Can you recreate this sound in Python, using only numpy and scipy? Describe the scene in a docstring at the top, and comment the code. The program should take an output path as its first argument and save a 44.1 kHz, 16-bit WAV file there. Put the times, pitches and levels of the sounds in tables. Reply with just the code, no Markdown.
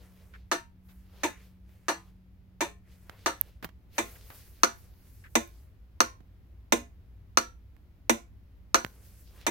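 """An old flasher relay in a glass case rocks to and fro on the carpet of a small room, switching two lamps.
Each armature throw is a resonant crack with one rebound, noise clatter shaped by the case, and room decay.
The hand-held microphone moves up close and draws back: throws change colour and turn drier.
Bumps on its housing are short noise bursts through resonances; sliding clothes are enveloped coloured noise.
Underneath lie a low noise rumble and a wavering sine hum."""
import sys
import numpy as np
from scipy import signal
from scipy.fft import rfft, irfft
from scipy.io import wavfile
from scipy.ndimage import uniform_filter1d

SR = 44100
rng = np.random.default_rng(int(sys.argv[2]) if len(sys.argv) > 2 else 0)


def inscribe(sig):
    """Save sig as 16-bit PCM at rate SR to the path in sys.argv[1].

    A 1-D sig is mono; a 2-D sig holds one channel per row.
    Samples are clipped to [-1, 1] before scaling.
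    """
    pcm = np.round(np.clip(np.atleast_2d(sig).T, -1, 1) * 32767)
    wavfile.write(sys.argv[1], SR, pcm.astype(np.int16))


N = 418950
SIZE = 16384  # samples in one struck sound
T = np.arange(N) / SR
AGE = np.arange(SIZE) / SR
HZ = np.maximum(np.arange(SIZE // 2 + 1) * SR / SIZE, 1)
ALL_HZ = np.maximum(np.arange(N // 2 + 1) * SR / N, 1)


def relay(change=.5):
    """The armature rocks between two stops; each side repeats its own clatter with small changes."""
    # armature throws, sides 0 and 1 in turn: t/s, relative level/dB
    throws = [(.5153, -1.9), (1.2343, -1.5), (1.8835, -2.5), (2.6073, -1.6), (3.2608, -2.1), (3.9815, -2.5),
              (4.6338, 0.1), (5.354, -1.7), (6.0044, -1), (6.7228, -1.5), (7.373, -1.35), (8.0955, -1.5),
              (8.7446, 0.3), (9.466, -3.5)]
    # microphone path: t/s, closeness/0-1
    closeness = [(0, 0.15), (2.6, 0.11), (4.0, 0.4), (4.6, 0.89), (8.1, .95), (9.5, 0.63)]
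    # colour of a throw: f/Hz, side 0/dB, side 1/dB, added up close/dB
    throw_colour = [(165, 3, 0.5, 5.5), (300, 1.5, 2.5, 3), (1296, -1, -2, 0), (2050, 0.5, -0.5, 0.5),
                    (6000, 0.02, -0.1, 1)]
    out = np.zeros((2, N))
    habit = rng.standard_normal((2, 3, 2, SIZE))
    tint = np.transpose(throw_colour)
    for k, (start_s, level_db) in enumerate(throws):
        side = k % 2
        near = np.clip(np.interp(start_s, *np.transpose(closeness)), 0, 1)
        chance = habit[side] + change * rng.standard_normal((3, 2, SIZE))
        colour_db = along(HZ, tint[0], tint[1 + side] + near * tint[3])
        sound = irfft(click(side, near, chance) * struck(undb(colour_db)))
        add(out, start_s, undb(level_db) * sound)
    return out


def click(side, near, chance, low_cut_hz=210, room_split_hz=2500, port_lag_s=14 / SR):
    """Spectrum of one throw at both ports: crack, rebound, clatter, room and springs."""
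    # frame, contacts and glass case: f/Hz, width/Hz,
    # side 0 afar/dB, side 1 afar/dB, side 0 close/dB, side 1 close/dB
    case_modes = [(233, 22, 6, 8, 20, 30), (294, 32, 14, 24, 18, 14), (329, 22, 20, 15, 22, 27),
                  (356, 26, 23, 21, 18, 18), (420, 60, 7, 7, 17, 20), (483, 37, -1, 9, 18, 25),
                  (531, 31, 17, -1, 26, 14), (582, 40, 19, 19, 10, 24), (682, 18, 24, 19, 25, 23),
                  (832, 67, 18, 14, 13, 23), (930, 58, 23, 24, 27, 28), (1063, 54, 18, 16, 32, 31),
                  (1206, 74, 23, 10, 31, 19), (1331, 57, 20, 7, 33, 9), (1438, 74, 15, 11, 31, 24),
                  (1750, 103, 24, 21, 23, 23), (2036, 72, 10, 11, 18, 23), (2356, 159, 9, 18, 18, 22),
                  (2774, 172, 11, 5, 15, 16), (3631, 135, 11, 11, 15, 19), (4088, 149, 9, 6, 10, 11),
                  (4323, 287, 8, 2, 18, 4), (5074, 168, 3, -5, 4, 4), (5951, 208, 10, -5, 24, 18),
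                  (6090, 118, 13, 15, 18, 21), (6534, 294, 6, 5, 14, 14), (7568, 393, 0, 3, 0, 12),
                  (8151, 406, 5, 2, 10, 12), (10531, 671, -2, -1, 2, 6), (12704, 868, -5, -11, 3, 3),
                  (14499, 716, -13, -5, -3, 4)]
    # first crack on the stop: f/Hz, width/Hz, side 0/dB, side 1/dB
    crack_modes = [(720, 900, 10, 14), (1260, 330, 30, 20), (2150, 900, 14, 15), (4350, 1300, 12, 5),
                   (6020, 750, 21, 14), (9100, 12000, -2, -5)]
    # microphone ports: f/Hz, left minus right afar/dB, close/dB, likeness afar/-1..1, close/-1..1
    port_table = [(235, -1, 0, .9, .5), (560, 2, -3.5, .8, .1), (1160, 2, -1, .35, -.65),
                  (2250, 5, .5, 0, .1), (4550, -4, -7, .2, .2), (11100, -3, -4.5, 0, 0)]
    # contact springs that ring on faintly: f/Hz, t60/s, relative level/dB
    spring_modes = [(682, .2, -56), (1310, .5, -66), (6090, .22, -55), (8125, .24, -55), (10400, .5, -71)]
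    bounce_s, bounce_db = (0.013, 0.012)[side], -9.5  # re first crack

    def mix(far, close):
        """Value at the present closeness."""
        return far + near * (close - far)

    modes, stop, ports = np.transpose(case_modes), np.transpose(crack_modes), np.transpose(port_table)
    pan = sides(along(HZ, ports[0], mix(ports[1], ports[2])))
    likeness = along(HZ, ports[0], mix(ports[3], ports[4]))

    # the small case cannot radiate deep bass
    radiation = 1 / np.sqrt(1 + (low_cut_hz / HZ) ** 12)
    case = body(modes[0], modes[1], mix(modes[2 + side], modes[4 + side])) * radiation

    # contact chatter
    clatter_t60_s = mix(0.13, [.055, .06][side])
    clatter_rise_s = mix(0.0015, [.0003, .001][side])
    clatter_db = mix(-0.56, [-3, -.8][side])
    clatter = scatter(chance[0], clatter_t60_s, clatter_rise_s) * undb(clatter_db)

    # the room holds lows longer than treble
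    dull = 1 / np.sqrt(1 + (HZ / room_split_hz) ** 4)
    room_lows = dull * scatter(chance[1], 0.24, 0.0071)
    room_highs = np.sqrt(1 - dull ** 2) * scatter(chance[2], 0.22, 0.012)
    room = undb(mix(-5.0, [-14, -11.5][side])) * (room_lows + room_highs)
    diffuse = pair(clatter + room, likeness) * struck(case * pan)

    # direct crack; up close it reaches the right port first
    lag_s = np.array([[port_lag_s * near], [0]])
    crack = struck(body(stop[0], stop[1], stop[2 + side], order=2) * radiation * pan)
    crack = crack * np.exp(-2j * np.pi * HZ * lag_s)
    crack = crack * (1 + undb(bounce_db) * np.exp(-2j * np.pi * HZ * bounce_s))

    springs = np.zeros((2, SIZE))
    for f_hz, t60_s, level_db in spring_modes:
        phase = rng.random((2, 1))
        springs += undb(level_db - 60 * AGE / t60_s) * np.sin(2 * np.pi * (f_hz * AGE + phase))
    return diffuse + undb(mix(-14, -0.66)) * crack + undb(mix(1.5, 0)) * rfft(springs)


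def handling():
    """Fingers bump the housing: dry ticks and knocks reach the ports through its resonances."""
    # bumps: t/s, thud/dB, knock/dB, tick/dB, t60/s, left minus right/dB
    bumps = [(3.096, 1, -8, -27, 0.015, -11), (3.4123, -15, -6.5, 15, 0.0012, -27),
             (3.6261, 2, -6, -19, 0.17, -3), (3.6445, 7.5, 0, -7, 0.039, -6),
             (3.6898, -12, -20, -39, 0.049, -6), (4.3027, -14, -14.5, -32, .03, 2),
             (5.4748, -34.5, -35, -23, .01, -14), (6.2045, -5.5, -31, -52, 0.029, -12),
             (7.7658, -37.5, -29, -41, 0.0076, -18), (8.8478, 14, 2, -16, 0.0043, -10),
             (8.8645, -15, -12.5, -24, 0.0042, -11)]
    # housing resonances, a thud, two knocks and a tick: f/Hz, width/Hz
    housing_modes = [(170, 240), (650, 2100), (1650, 860), (13900, 2900)]
    out = np.zeros((2, N))
    for start_s, thud_db, knock_db, tick_db, t60_s, pan_db in bumps:
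        contact = pair(scatter(rng.standard_normal((2, SIZE)), t60_s, 0.00013), 0.297)
        levels_db = [thud_db, knock_db, knock_db, tick_db]
        housing = body(*np.transpose(housing_modes), levels_db, order=1.7)
        add(out, start_s, sides(pan_db) * irfft(contact * struck(housing)))
    return out


def clothes():
    """Cloth slides as the arm moves: fine hiss, coarser brushing with catching folds, short scuffs."""
    # arm movements: start/s, length/s, relative fine hiss/dB, relative coarse brushing/dB
    moves = [(0, 0.41, -72.5, -66), (.9, 0.15, -71, -73), (1.17, .3, -64.5, -63), (1.73, 0.37, -76.5, -68),
             (2.92, 0.11, -67.5, -70), (3.13, 0.36, -69.5, -62), (4.0, 1.6, -58, -59.5),
             (5.45, .2, -75.5, -76.5), (8.88, .42, -62, -66.5), (9.38, .12, -90.5, -62.5)]
    # short scuffs: t/s, level/dB, length/s, centre f/Hz, width/Hz
    scuffs = [(0.338, -50.5, 0.029, 1630, 970), (0.887, -65, 0.039, 1500, 4320),
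              (4.155, -54.5, 0.014, 1700, 1200), (4.301, -54.5, 0.037, 910, 1780),
              (5.239, -53, 0.04, 1710, 900)]
    hiss_sag_db_per_s, brush_sag_db_per_s = 8, 13.5
    catches_per_s, catch_db, catch_spread_db = 43, -9, 5.5  # catch level re brushing

    fine = sum(undb(db) * stroke(s, length, hiss_sag_db_per_s) for s, length, db, _ in moves)
    coarse = sum(undb(db) * stroke(s, length, brush_sag_db_per_s) for s, length, _, db in moves)
    hiss_db = along(ALL_HZ, [2090, 4530, 8900, 12200, 15800], [-31.5, -6.5, -8.0, -2.0, -6.0])
    hiss = noise(undb(hiss_db), 0.096)
    weave_db = along(ALL_HZ, [160, 460, 920, 2100, 4400, 8100], [-6.5, 6.5, -2.5, -0.1, -8.0, -15.0])
    weave = undb(weave_db)

    # folds catch and let go at random instants, common to both ports
    instants = rng.random(N) < catches_per_s / SR
    catches = instants * undb(catch_spread_db * rng.standard_normal((2, N)))
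    catches = irfft(rfft(catches) * weave, N)
    brush = noise(weave, 0.75) + undb(catch_db) * catches / catches.std()
    out = shimmer(hiss * fine + brush * coarse, depth_db=4, rate_hz=14) * undb(1.0 * walk(25))

    for start_s, level_db, length_s, centre_hz, width_hz in scuffs:
        grain = pair(rfft(rng.standard_normal((2, SIZE))), 0.14)
        rub = irfft(grain * resonance(HZ, centre_hz, width_hz) ** 2)
        envelope = np.exp(-(AGE / length_s) ** 4)
        add(out, start_s, undb(level_db) * rub / rub.std() * envelope)
    return out


def stroke(start_s, length_s, sag_db_per_s, attack_s=0.059, release_s=0.055):
    """Envelope of one arm movement: swell, slow sag as the arm eases off, release."""
    early_s = np.maximum(start_s - T, 0)
    late_s = np.maximum(T - start_s - length_s, 0)
    sag_db = -sag_db_per_s * np.clip(T - start_s, 0, length_s)
    return np.exp(-(early_s / attack_s) ** 2 - late_s / release_s) * undb(sag_db)


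def shimmer(x, depth_db, rate_hz, count=8):
    """The colour of a rustle shifts: each octave band flickers on its own."""
    octave = np.clip(np.log2(ALL_HZ / 125), 0, count - 1)
    spectrum = rfft(x)
    out = np.zeros((2, N))
    for k in range(count):
        band = irfft(spectrum * np.maximum(1 - abs(octave - k), 0), N)
        out += band * undb(depth_db * walk(rate_hz))
    return out


def room_tone(rumble_db=-54.0, hum_hz=185.6, hum_db=-62):
    """Low house rumble builds up and a wavering appliance hum fades as the microphone nears the wall."""
    # rumble spectrum: f/Hz, relative density/dB per Hz
    rumble_spectrum = [(21, -19.5), (41, -15), (58, -0.5), (76, -9.5), (96, -7.5), (126, -19.5), (162, -24),
                       (282, -28.5), (455, -36.5), (1010, -44), (2050, -46.5), (5050, -55.5), (8500, -64),
                       (12500, -55.5)]
    to_wall_s = (3.1, 3.6)
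    hum_change_db, rumble_change_db = -10.5, 2  # at the wall
    wall = np.interp(T, to_wall_s, [0, 1])
    likeness = along(ALL_HZ, [150, 500, 1500], [.88, .6, .1])
    rumble = noise(undb(along(ALL_HZ, *np.transpose(rumble_spectrum))), likeness)
    hum_level_db = hum_db + hum_change_db * wall + 2.0 * walk(6.3)
    # sqrt(2): level counts as rms
    hum = np.sin(2 * np.pi * hum_hz * T + 0.28 * walk(5)) * np.sqrt(2) * undb(hum_level_db)
    return rumble * undb(rumble_db + rumble_change_db * wall + 0.18 * walk(2)) + hum


def undb(db):
    """Decibels to gain."""
    return 10 ** (np.asarray(db) / 20)


def along(hz, points, values):
    """Values joined by straight lines on a log-frequency axis."""
    return np.interp(np.log(hz), np.log(points), values)


def sides(pan_db):
    """Left and right gains of constant total power."""
    g = undb(np.array([[1], [-1]]) * pan_db / 2)
    return g / np.sqrt(np.mean(g ** 2, axis=0))


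def resonance(hz, centre_hz, width_hz):
    """Gain of one resonance, 1 at its centre."""
    return 1 / np.sqrt(1 + ((hz ** 2 - centre_hz ** 2) / (hz * width_hz)) ** 2)


def body(centres_hz, widths_hz, levels_db, order=1):
    """Gain of a set of resonances summed in power; a higher order steepens their skirts."""
    power = 0
    for f_hz, width_hz, db in zip(centres_hz, widths_hz, levels_db):
        power = power + (undb(db) * resonance(HZ, f_hz, width_hz) ** order) ** 2
    return np.sqrt(power)


def struck(gain):
    """Minimum-phase response with this gain: sharp start, ringing after."""
    cepstrum = irfft(np.log(gain + 1e-7))
    # fold onto positive time
    cepstrum[..., 1:SIZE // 2] *= 2
    cepstrum[..., SIZE // 2 + 1:] = 0
    return np.exp(rfft(cepstrum))


def scatter(grains, t60_s, rise_s, count=3):
    """Spectrum of dense, nearly colourless impacts or echoes that swell and die away; unit energy."""
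    fade = undb(-60 * AGE / t60_s) * (1 - np.exp(-(AGE + 1 / SR) / rise_s))
    x = grains * fade
    # alternately flatten the spectrum and restore the envelope
    for _ in range(count):
        spectrum = rfft(x)
        x = irfft(spectrum / (abs(spectrum) + 1e-12))
        local_power = abs(uniform_filter1d(x ** 2, size=120))
        x = x * fade / np.sqrt(local_power + 1e-14)
    return rfft(x / np.sqrt(np.sum(x ** 2, axis=-1, keepdims=True)))


def pair(two, likeness):
    """Two unrelated spectra become left and right with the given likeness (correlation)."""
    c = np.clip(likeness, -.98, .98)
    common = two[0] * np.sqrt((1 + c) / 2)
    opposed = two[1] * np.sqrt((1 - c) / 2)
    return common + np.array([[1], [-1]]) * opposed


def noise(gain, likeness):
    """Stereo noise of a given colour, rms 1."""
    x = irfft(pair(rfft(rng.standard_normal((2, N))), likeness) * gain, N)
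    return x / x.std()


def walk(rate_hz):
    """Random level: straight lines between normal draws of spread 1."""
    knots = rng.standard_normal(int(N / SR * rate_hz) + 2)
    return np.interp(T * rate_hz, np.arange(len(knots)), knots)


def add(out, start_s, sound):
    """Mix a sound in at its start time, fading its second half."""
    i = int(start_s * SR)
    fade = np.minimum(2 - 2 * AGE / AGE[-1], 1) ** 2
    out[:, i:i + SIZE] += (sound * fade)[:, :N - i]


def scene():
    """Relay, hand, clothes and room."""
    return relay() + handling() + clothes() + room_tone()


def record(dry, top_hz=15900):
    """The recorder clips at full scale, then cuts the top."""
    low_pass = signal.ellip(8, .2, 70, top_hz, fs=SR, output="sos")
    return signal.sosfilt(low_pass, np.clip(dry, -1, 1))


dry = scene()
out = record(dry)
inscribe(out)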